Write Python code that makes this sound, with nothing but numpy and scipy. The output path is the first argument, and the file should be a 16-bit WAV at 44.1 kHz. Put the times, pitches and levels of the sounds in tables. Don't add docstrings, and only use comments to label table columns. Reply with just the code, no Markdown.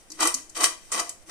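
import sys
import numpy as np
from scipy import signal
from scipy.fft import rfft, irfft
from scipy.io import wavfile
from scipy.ndimage import uniform_filter1d

SR = 44100
rng = np.random.default_rng(int(sys.argv[2]) if len(sys.argv) > 2 else 0)


def log_audio(samples):
    frames = np.atleast_2d(samples).T
    limited = np.clip(frames, -1, 1)
    pcm = np.round(limited * 32767).astype(np.int16)
    wavfile.write(sys.argv[1], SR, pcm)


N = 57330
T = np.arange(N) / SR
RADIATES_ABOVE_HZ = 177
# f/Hz, left-right correlation
LIKENESS = [(40, 0), (130, 0), (230, 0.79), (380, 0.88), (520, 0.66), (1200, 0.21), (3000, 0),
            (12000, 0.041)]


def landings():
    # t/s, thud level/dB, crunch level/dB
    tosses = [
        [(0.165, -63, -92), (0.19, -35.5, -46.5), (0.206, -22, -28), (0.222, -18.5, -24), (0.24, -34.5, -22),
         (0.255, -19, -30.5), (0.285, -33, -25), (0.31, -65, -40), (0.38, -47, -43.5), (0.46, -90, -59)],
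        [(0.548, -59, -44), (0.568, -27.5, -30), (0.593, -32.5, -36), (0.61, -18.5, -28), (0.628, -28.5, -25),
         (0.644, -30.5, -14.5), (0.67, -31, -27.5), (0.71, -42.5, -82), (0.77, -70, -74)],
        [(0.893, -52.5, -62), (0.914, -41, -59), (0.924, -38.5, -24.5), (0.947, -26.5, -28.5),
         (0.975, -27, -32), (1.0, -23.5, -27), (1.03, -42, -52), (1.08, -52, -45), (1.12, -55, -46.5)],
        [(1.258, -99, -62), (1.275, -69, -50), (1.29, -43.5, -47.5), (1.3, -32, -36)],
    ]
    # t/s, level/dB
    slide = [(0, -53.5), (0.06, -64.5), (0.15, -48), (0.42, -85), (0.48, -58), (0.78, -59.5), (0.85, -50.5),
             (0.9, -53.5), (1.18, -71), (1.23, -55), (1.3, -153)]
    # f/Hz, level/dB
    crunch_colour = [(120, -54), (500, -35), (2000, -5), (3500, -4), (4600, -2), (6000, 1.5), (8500, 2.5),
                     (10500, -6), (12500, -10), (16000, -24)]
    thud_level = sum(envelope(toss) for toss in tosses)
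    crumb_level = sum(envelope(toss, column=2) for toss in tosses) + envelope(slide)
    thuds = thud_level * contacts(per_s=600, spread_db=0, window=300)
    crumbs = crumb_level * contacts(per_s=1500, spread_db=3, window=300)
    return thuds, through(wash(crumbs, t60=0.0085, direct_db=-1.5), colour(crunch_colour))


def bowl(force):
    # f/Hz, level/dB
    wall_colour = [(120, -11.5), (210, -21.5), (285, -8), (420, -4), (600, 2.5), (850, 3.5), (1250, 8.5),
                   (1700, -5.5), (2500, -4.5), (3500, -6), (6000, -36.5), (14000, -23)]
    # f/Hz, level/dB, t60/s
    modes = [(328, -10.5, 0.1), (405, -21, .05), (496.6, -10, 0.14), (639.6, -10, 0.17), (691, -10.5, 0.22),
             (740, -14, 0.026), (968, -11.5, 0.065), (994, -12, 0.31), (1147.4, -2, 0.065),
             (1170, -6.5, 0.11), (1981, -14.5, 0.071), (2425, -14, 0.18), (3012, -13.5, 0.14),
             (3918, -12.5, 0.04), (4580, -11.5, 0.027), (5620, -14, 0.052), (5910, -11.5, 0.079),
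             (7600, -15, 0.073), (9250, -15, 0.14)]
    steel = through(wash(force, t60=0.023, direct_db=-1.5), colour(wall_colour))
    for hz, db, t60 in modes:
        alike = at_hz(LIKENESS, hz)
        mid, side = rng.choice([-1, 1], (2, N))
        share = np.sqrt((1 + alike) / 2) * mid + np.sqrt((1 - alike) / 2) * side * [[1], [-1]]
        ring = unit_energy(np.cos(2 * np.pi * hz * T) * from_db(-60 * T / t60))
        steel += from_db(db) * through(force * share, ring)
    return low_cut(steel)


def scratches():
    # t/s, rasp level/dB, length/s, centre f/Hz, knock level/dB
    catches = [(0.1013, -36, 0.0051, 6020, -53), (0.1171, -28.5, 0.003, 5560, -52),
               (0.2038, -20, 0.0049, 7260, -22), (0.226, -20, 0.0054, 7500, -15),
               (0.251, -20, 0.0048, 8700, -19.5), (0.271, -12.5, 0.0034, 8300, -20),
               (0.3411, -17, 0.0061, 6640, -54), (0.4937, -39, 0.0066, 7560, -71),
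               (0.6053, -25, 0.007, 7800, -43), (0.6348, -14.5, 0.002, 8900, -16.5),
               (0.6395, -11.5, 0.0023, 8050, -21), (0.9173, -22.5, 0.0068, 7440, -29.5),
               (0.9455, -31, 0.0011, 7000, -20), (0.995, -18.5, 0.0053, 6570, -42),
               (1.067, -48, 0.0047, 8700, -41), (1.0924, -23, 0.0036, 7400, -65)]
    # low f/Hz, high f/Hz
    band_hz = [4150, 11800]
    band = signal.butter(7, band_hz, "band", fs=SR, output="sos")
    release_s = 0.0015
    knocks, rasp = 0, 0
    for start, db, length, hz, knock_db in catches:
        grip = (T >= start) * np.exp(-np.maximum(T - start - length, 0) / release_s)
        slips = grip * contacts(per_s=9000, spread_db=3, window=60)
        edge_ring = resonance(signal.unit_impulse(512), hz, width_hz=2440)
        edge_tone = unit_energy(signal.sosfilt(band, edge_ring))
        rasp += from_db(db) * through(wash(slips, t60=0.01, direct_db=-3), edge_tone)
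        knocks += from_db(knock_db) * slips
    return knocks, rasp


def clacks():
    # t/s, level/dB
    strikes = [(0.2050, -26), (0.553, -29), (0.5672, -40), (0.6417, -8), (0.9980, -25)]
    # f/Hz, level/dB
    clack_colour = [(300, -16), (1000, -7), (2000, 1), (4000, 5), (6000, 5), (9000, 0.5), (12000, -21),
                    (16000, -31)]
    decay_s = 0.003
    force = sum((T >= start) * from_db(db) * np.exp(-np.maximum(T - start, 0) / decay_s)
                for start, db in strikes)
    return low_cut(through(force * stereo_noise(), colour(clack_colour)))


def inner_echoes(x):
    t60, direct_db = 0.033, -1
    response = unit_energy(stereo_noise() * from_db(-60 * T / t60))
    response[:, 0] += from_db(direct_db)
    return through(x, unit_energy(response))


def hollow(x):
    # f/Hz, gain/dB, width/Hz
    cavity_eq = [(1070, 3.5, 103), (1797, -7, 72), (1965, 8, 260), (2183, -9, 160), (2400, 1.5, 105),
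                 (2840, -16, 66), (3080, 4.5, 69), (3480, -9, 115), (3990, 11.5, 90), (4090, -6.5, 270),
                 (4550, 4, 210), (5170, -3.5, 410), (5960, -1, 110), (5860, 4, 130), (6669, 9.5, 30),
                 (6980, -9, 430), (7330, -11, 50), (7700, 4, 210), (8650, 8.5, 160), (8700, 1.5, 280)]
    return peaks(x, cavity_eq)


def sway():
    # t/s, level/dB
    swell = [(0, -75), (0.085, -97), (0.105, -53), (0.18, -54), (0.25, -32.5), (0.31, -67), (0.365, -54),
             (0.44, -59), (0.55, -62), (0.63, -33.5), (0.69, -79), (0.9, -64), (1.25, -75), (1.29, -48.5)]
    hz, width_hz = 316.8, 22
    ring = resonance(rng.standard_normal(N), hz, width_hz)
    hum = signal.hilbert(resonance(ring, hz, 2 * width_hz))
    steadied = hum.real / np.sqrt(np.abs(hum))
    return envelope(swell) * rms_one(steadied)


def bumps():
    # t/s, level/dB, f/Hz
    jolts = [(0.347, -38.5, 263.5), (0.384, -43.5, 271)]
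    attack_s, t60 = 0.0051, 0.15
    notes = 0
    for start, db, hz in jolts:
        age = np.maximum(T - start, 0)
        shape = np.minimum(age / attack_s, 1) * from_db(db - 60 * age / t60)
        notes += shape * np.sin(2 * np.pi * hz * age)
    return notes


def kitchen(x):
    # f/Hz, t60/s
    room_t60 = [(200, 0.11), (600, 0.33), (1500, 0.29), (4000, 0.36), (9000, 0.28), (15000, 0.25)]
    # f/Hz, level/dB
    room_colour = [(200, 0), (500, -6.5), (1500, -5), (4000, -10), (9000, -8), (15000, -7)]
    build_up_s = 0.0042
    onset = np.minimum(T / build_up_s, 1) ** 2
    spectrum, hz = rfft(stereo_noise()), np.fft.rfftfreq(N, 1 / SR)
    edges_hz = np.geomspace(100, 18000, 14)
    tail = 0
    for low, high in zip(edges_hz, edges_hz[1:]):
        centre = np.sqrt(low * high)
        band = irfft(spectrum * ((hz >= low) & (hz < high)), N)
        decay = unit_energy(onset * from_db(-60 * T / at_hz(room_t60, centre)))
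        tail += from_db(at_hz(room_colour, centre)) * decay * band
    return through(x, tail)


def room_tone():
    # f/Hz, level/dB
    air_colour = [(20, 6.5), (50, -6.5), (120, -9.5), (300, -11.5), (700, -9.5), (1500, -17.5),
                  (4000, -25.5), (9000, -19.5), (12000, -32), (15000, -34)]
    return through(stereo_noise(), colour(air_colour))


def contacts(per_s, spread_db, window):
    strength = from_db(spread_db * np.minimum(rng.exponential(1, N), 4)) * rng.choice([-1, 1], N)
    clicks = strength * (rng.random(N) < per_s / SR)
    return clicks / np.sqrt(np.maximum(uniform_filter1d(clicks ** 2, window), 1 / window))


def wash(force, t60, direct_db):
    pole = 10 ** (-6 / (t60 * SR))
    energy = signal.lfilter([1 - pole], [1, -pole], force ** 2 + 1e-18)
    direct = from_db(direct_db)
    return (direct * force + np.sqrt(energy) * stereo_noise()) / np.sqrt(1 + direct ** 2)


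def stereo_noise():
    alike = at_hz(LIKENESS, np.fft.rfftfreq(N, 1 / SR))
    mid, side = rfft(rng.standard_normal((2, N)))
    return rms_one(irfft(np.sqrt(1 + alike) * mid + np.sqrt(1 - alike) * side * [[1], [-1]], N))


def colour(points, size=4096):
    cepstrum = irfft(np.log(from_db(at_hz(points, np.fft.rfftfreq(size, 1 / SR)))))
    cepstrum[1:size // 2] *= 2
    cepstrum[size // 2 + 1:] = 0
    return unit_energy(irfft(np.exp(rfft(cepstrum))))


def resonance(x, hz, width_hz):
    r = np.exp(-np.pi * width_hz / SR)
    return signal.lfilter([1, 0, -1], [1, -2 * r * np.cos(2 * np.pi * hz / SR), r * r], x)


def peaks(x, bands):
    for hz, db, width_hz in bands:
        gain, width = from_db(db / 2), np.pi * width_hz / SR
        tune = -2 * np.cos(2 * np.pi * hz / SR)
        x = signal.lfilter([1 + width * gain, tune, 1 - width * gain],
                           [1 + width / gain, tune, 1 - width / gain], x)
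    return x


def low_cut(x):
    return signal.sosfilt(signal.butter(4, RADIATES_ABOVE_HZ, "high", fs=SR, output="sos"), x)


def through(x, response):
    return signal.fftconvolve(np.atleast_2d(x), np.atleast_2d(response), axes=-1)[:, :N]


def envelope(points, column=1):
    points = np.array(points)
    return from_db(np.interp(T, points[:, 0], points[:, column], left=-200, right=-200))


def at_hz(points, hz):
    points = np.array(points)
    return np.interp(np.log(hz + 1), np.log(points[:, 0]), points[:, 1])


def from_db(db):
    return 10 ** (np.asarray(db) / 20)


def rms_one(x):
    return x / np.sqrt(np.mean(x ** 2) + 1e-20)


def unit_energy(x):
    return x / np.sqrt(np.sum(x ** 2, axis=-1, keepdims=True) + 1e-20)


def scene():
    thuds, crunch = landings()
    knocks, rasp = scratches()
    steel = from_db(-7.5) * bowl(thuds + knocks)
    crisp = from_db(-1.46) * inner_echoes(crunch + clacks())
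    near = hollow(steel + crisp) + from_db(-1.15) * inner_echoes(rasp)
    air = from_db(-54) * room_tone()
    return near + kitchen(near) + sway() + bumps() + air


def record(dry):
    # f/Hz, gain/dB, width/Hz
    ports = [
        [(800, -3, 1180), (2470, 3.5, 2550), (5670, 3.5, 830), (10250, -20.5, 1690)],
        [(740, -3, 1200), (2530, 0, 1600), (5500, -5.5, 4530), (9800, 8, 1210)],
    ]
    cutoff_hz = 15500
    sides = [peaks(side, port) for side, port in zip(dry, ports)]
    return signal.sosfilt(signal.ellip(10, .2, 70, cutoff_hz, fs=SR, output="sos"), sides)


dry = scene()
out = record(dry)
log_audio(out)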